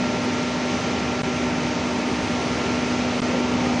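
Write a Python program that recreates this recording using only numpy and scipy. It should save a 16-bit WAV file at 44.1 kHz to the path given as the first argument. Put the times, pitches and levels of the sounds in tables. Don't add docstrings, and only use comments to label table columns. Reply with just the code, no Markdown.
import sys
import numpy as np
from scipy import signal
from scipy.fft import rfft, irfft
from scipy.io import wavfile
from scipy.ndimage import uniform_filter1d

SR = 44100
rng = np.random.default_rng(int(sys.argv[2]) if len(sys.argv) > 2 else 0)


def waveform_to_disk(signal):
    frames = np.transpose(np.atleast_2d(signal))
    scaled = np.clip(frames, -1, 1) * 32767
    samples = np.round(scaled).astype(np.int16)
    wavfile.write(sys.argv[1], SR, samples)


def voltage_ratio(decibels):
    exponent = np.asarray(decibels, float) / 20
    return 10 ** exponent


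N = 167580

STALL_TIMES = [1.2200, 3.2043]


def level(x, db):
    return x * voltage_ratio(db) / np.sqrt(np.mean(x ** 2))


def walk(rate):
    hold = int(SR / rate)
    steps = np.repeat(rng.standard_normal(N // 400), hold)[:N]
    return 1.26 * uniform_filter1d(uniform_filter1d(steps, hold), hold)


def read(table, at):
    return np.interp(at, *np.array(table, float).T)


def colour(x, table):
    hz, db = np.array(table).T
    log_hz = np.log(np.arange(N // 2 + 1) * SR / N + 1)
    return irfft(rfft(x) * voltage_ratio(np.interp(log_hz, np.log(hz), db)), N)


def ring(x, hz, width_hz):
    return signal.lfilter(*signal.iirpeak(hz, hz / width_hz, fs=SR), x)


def tone(hz, db, sway_db=1.5):
    drifting_hz = hz * (1 + .0001 * walk(1.492))
    phase = 2 * np.pi * (np.cumsum(drifting_hz) / SR + rng.random())
    return np.sqrt(2) * voltage_ratio(db + sway_db * walk(3.74)) * np.sin(phase)


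def slip(t):
    skip_times = [.25, 2.232]
    packet_s = 1024 / 48000
    return packet_s * (sum(t >= s for s in skip_times) - sum(t >= s for s in STALL_TIMES))


def blower(t):
    # [multiple, level/dB]
    harmonics = [(1, 0.5), (2, -20), (5, -24)]
    # [t/s, level/dB]
    facing = [(0, -24), (.15, -30.5), (.27, -25), (.45, -29), (1.1, -29.5), (1.35, -29.5), (1.5, -28.5),
              (2.1, -30), (2.25, -28.5), (2.5, -29), (2.8, -29), (3.05, -27), (3.4, -26), (3.58, -26.5),
              (3.7, -25.5), (3.8, -26)]
    blade_hz = 245.86
    song = sum(tone(k * blade_hz, db, sway_db=.4) for k, db in harmonics)
    return voltage_ratio(read(facing, t)) * song


def drives():
    # [multiple, level/dB]
    harmonics = [(1, -37.5), (2, -41), (3, -42.5), (8, -52.5)]
    ripple_hz = 300.1
    return sum(tone(k * ripple_hz, db) for k, db in harmonics)


def gears():
    mesh_hz = [75.5, 100.3, 621.2, 783.2, 929.1, 1368.2, 2555.0, 3019.6]
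    mesh_db = [-46, -48, -43, -41.5, -45, -41, -50.5, -53.5]
    return sum(tone(hz, db) for hz, db in zip(mesh_hz, mesh_db))


def clunks(t):
    # [t/s, level/dB]
    closings = [
        (3.328, -23),
    ]
    # [f/Hz, level/dB, t60/s]
    modes = [(488, 0, .3), (532, 0, .25), (395, -8, .3), (960, -14, .1)]
    out = np.zeros(N)
    for at, db in closings:
        s = np.maximum(t - at - slip(at), 0)
        push = 1 - np.exp(-s / .006)
        for hz, mode_db, t60 in modes:
            decay = voltage_ratio(-60 * s / t60)
            out += voltage_ratio(db + mode_db) * push * decay * np.sin(2 * np.pi * hz * s)
    return out


def turbulence(shape, db, flicker_db, shared_db):
    spectrum = rfft(colour(rng.standard_normal(N), shape))
    place = 2 * np.log2(np.arange(N // 2 + 1) * SR / N / 25 + 1e-9)
    out = 0
    for k in range(18):
        overlap = np.cos(np.pi / 2 * np.clip(place - k, -1, 1)) ** 2
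        band = irfft(spectrum * overlap, N)
        out = out + band * voltage_ratio(flicker_db * walk(9) + shared_db)
    return level(out, db)


def cooling_air(shared_db):
    # [f/Hz, density/dB]
    jets = [(880, -19), (1500, -3.5), (2040, 0), (2490, -2.5), (3600, -7), (6360, -9), (7900, -23.5),
            (9130, -27), (10200, -31.5), (13300, -75.5), (22000, -120)]
    return turbulence([(1000, -42)] + jets + [(11500, -79)], -33, 0.46, shared_db)


def ducts():
    # [f/Hz, width/Hz, level/dB]
    resonances = [(169.2, 14, -46.5), (194.9, 16, -49), (383.8, 31, -39), (455, 16, -45), (529.5, 29, -50),
                  (704.7, 30, -51.5), (1239, 24, -48.5), (2270, 1250, -40.5)]
    out = 0
    for hz, width_hz, db in resonances:
        rung = ring(ring(rng.standard_normal(N), hz, width_hz), hz, width_hz)
        out = out + level(rung, db) * voltage_ratio(1.18 * walk(3.28))
    return out


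def hall_roar(shared_db):
    # [f/Hz, density/dB]
    rumble = [(22, -23), (45, -32), (62, -24), (72, -11.5), (194, -4), (338, -7), (1270, -16.5),
              (1950, -35.5)]
    return turbulence([(10, -40)] + rumble + [(2200, -51.5)], -27.5, 0.41, shared_db)


def scene():
    # [t/s, level/dB]
    load = [(0, -0.5), (.7, -.5), (1.6, 0.5), (2.6, 0), (3.2, 1), (3.8, 1.5)]
    # [f/Hz, level/dB]
    width = [(40, -15), (110, -32), (250, -37), (580, -32.5), (1020, -24), (1790, -21), (5550, -19),
             (9770, -7.5)]
    t = np.arange(N) / SR
    shared_db = .4 * walk(8)
    roar = hall_roar(shared_db) + ducts()
    air = cooling_air(shared_db)
    machines = blower(t) + drives() + gears() + clunks(t)
    mid = machines + roar * voltage_ratio(read(load, t)) + air

    spectrum = rfft(roar + air)
    scrambled = np.exp(2j * np.pi * rng.random(len(spectrum)))
    diffuse = irfft(np.abs(spectrum) * scrambled, N)
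    side = colour(diffuse, width) * voltage_ratio(1.5 * walk(12))
    right = colour(mid - side, [(700, 0), (8000, 1)])
    return np.array([mid + side, right])


def thin_spectrum(x):
    # [f/Hz, step/dB]
    mid_step = [(100, -14), (5500, -14), (7000, -6), (7600, 5), (8400, 9.5), (9300, 9), (9700, 13),
                (10500, 13.5)]
    # [f/Hz, step/dB]
    side_step = [(100, 11), (300, 14), (600, 11), (1150, 8), (1450, -1), (6000, 0), (7500, 4),
                 (10500, 13.5)]
    scatter_db = [
        [.6],
        [5],
    ]
    frame, grid, lines_kept = 1024, 600, 490
    n, k = np.arange(2 * frame), np.arange(lines_kept)
    window = np.sin(np.pi * (n + .5) / (2 * frame))
    cosines = np.cos(np.pi / frame * np.outer(n + .5 + frame / 2, k + .5))
    basis = np.sqrt(2 / frame) * window[:, None] * cosines

    front, frames = 2 * frame - grid, N // frame + 3
    pair = np.array([x[0] + x[1], x[0] - x[1]]) / 2
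    pair = np.pad(pair, ((0, 0), (front, 3 * frame)), mode="reflect")
    at = frame * np.arange(frames)[:, None] + n
    lines = np.array([p[at] @ basis for p in pair])

    size = np.sqrt(uniform_filter1d(np.median(lines ** 2, axis=1) / .455, size=16))
    hz = (k + .5) * SR / 2 / frame
    step = size * voltage_ratio(np.array([read(mid_step, hz), read(side_step, hz)])) + 1e-9
    budget = np.sqrt(3) * uniform_filter1d(rng.standard_normal((2, frames)), size=3)
    step = step[:, None] * voltage_ratio(scatter_db * budget)[:, :, None]
    lines = np.sign(lines) * np.floor(np.abs(lines) / step + .4) * step

    blocks = np.array([p @ basis.T for p in lines]).reshape(2, frames, 2, frame)
    joined = (blocks[:, 1:, 0] + blocks[:, :-1, 1]).reshape(2, -1)
    mid, side = joined[:, front - frame:front - frame + N]
    return np.array([mid + side, mid - side])


def roll_off(x):
    return signal.sosfilt(signal.butter(12, 10370, fs=SR, output="sos"), x)


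def record(dry):
    # [f/Hz, density/dB]
    stall_hiss = [(100, -10), (3000, 4), (7000, 0), (9300, 2.5), (9800, -53.5)]
    stall_s = .0133
    t = np.arange(N) / SR
    on = np.prod([(t < s) | (t >= s + stall_s) for s in STALL_TIMES], axis=0)
    hiss = level(colour(rng.standard_normal(N), stall_hiss), -53)
    heard = dry[:, np.round((t + slip(t)) * SR).astype(int)]
    mix = thin_spectrum(heard * on + hiss * (1 - on))
    return roll_off(mix)


dry = scene()
out = record(dry)
waveform_to_disk(out)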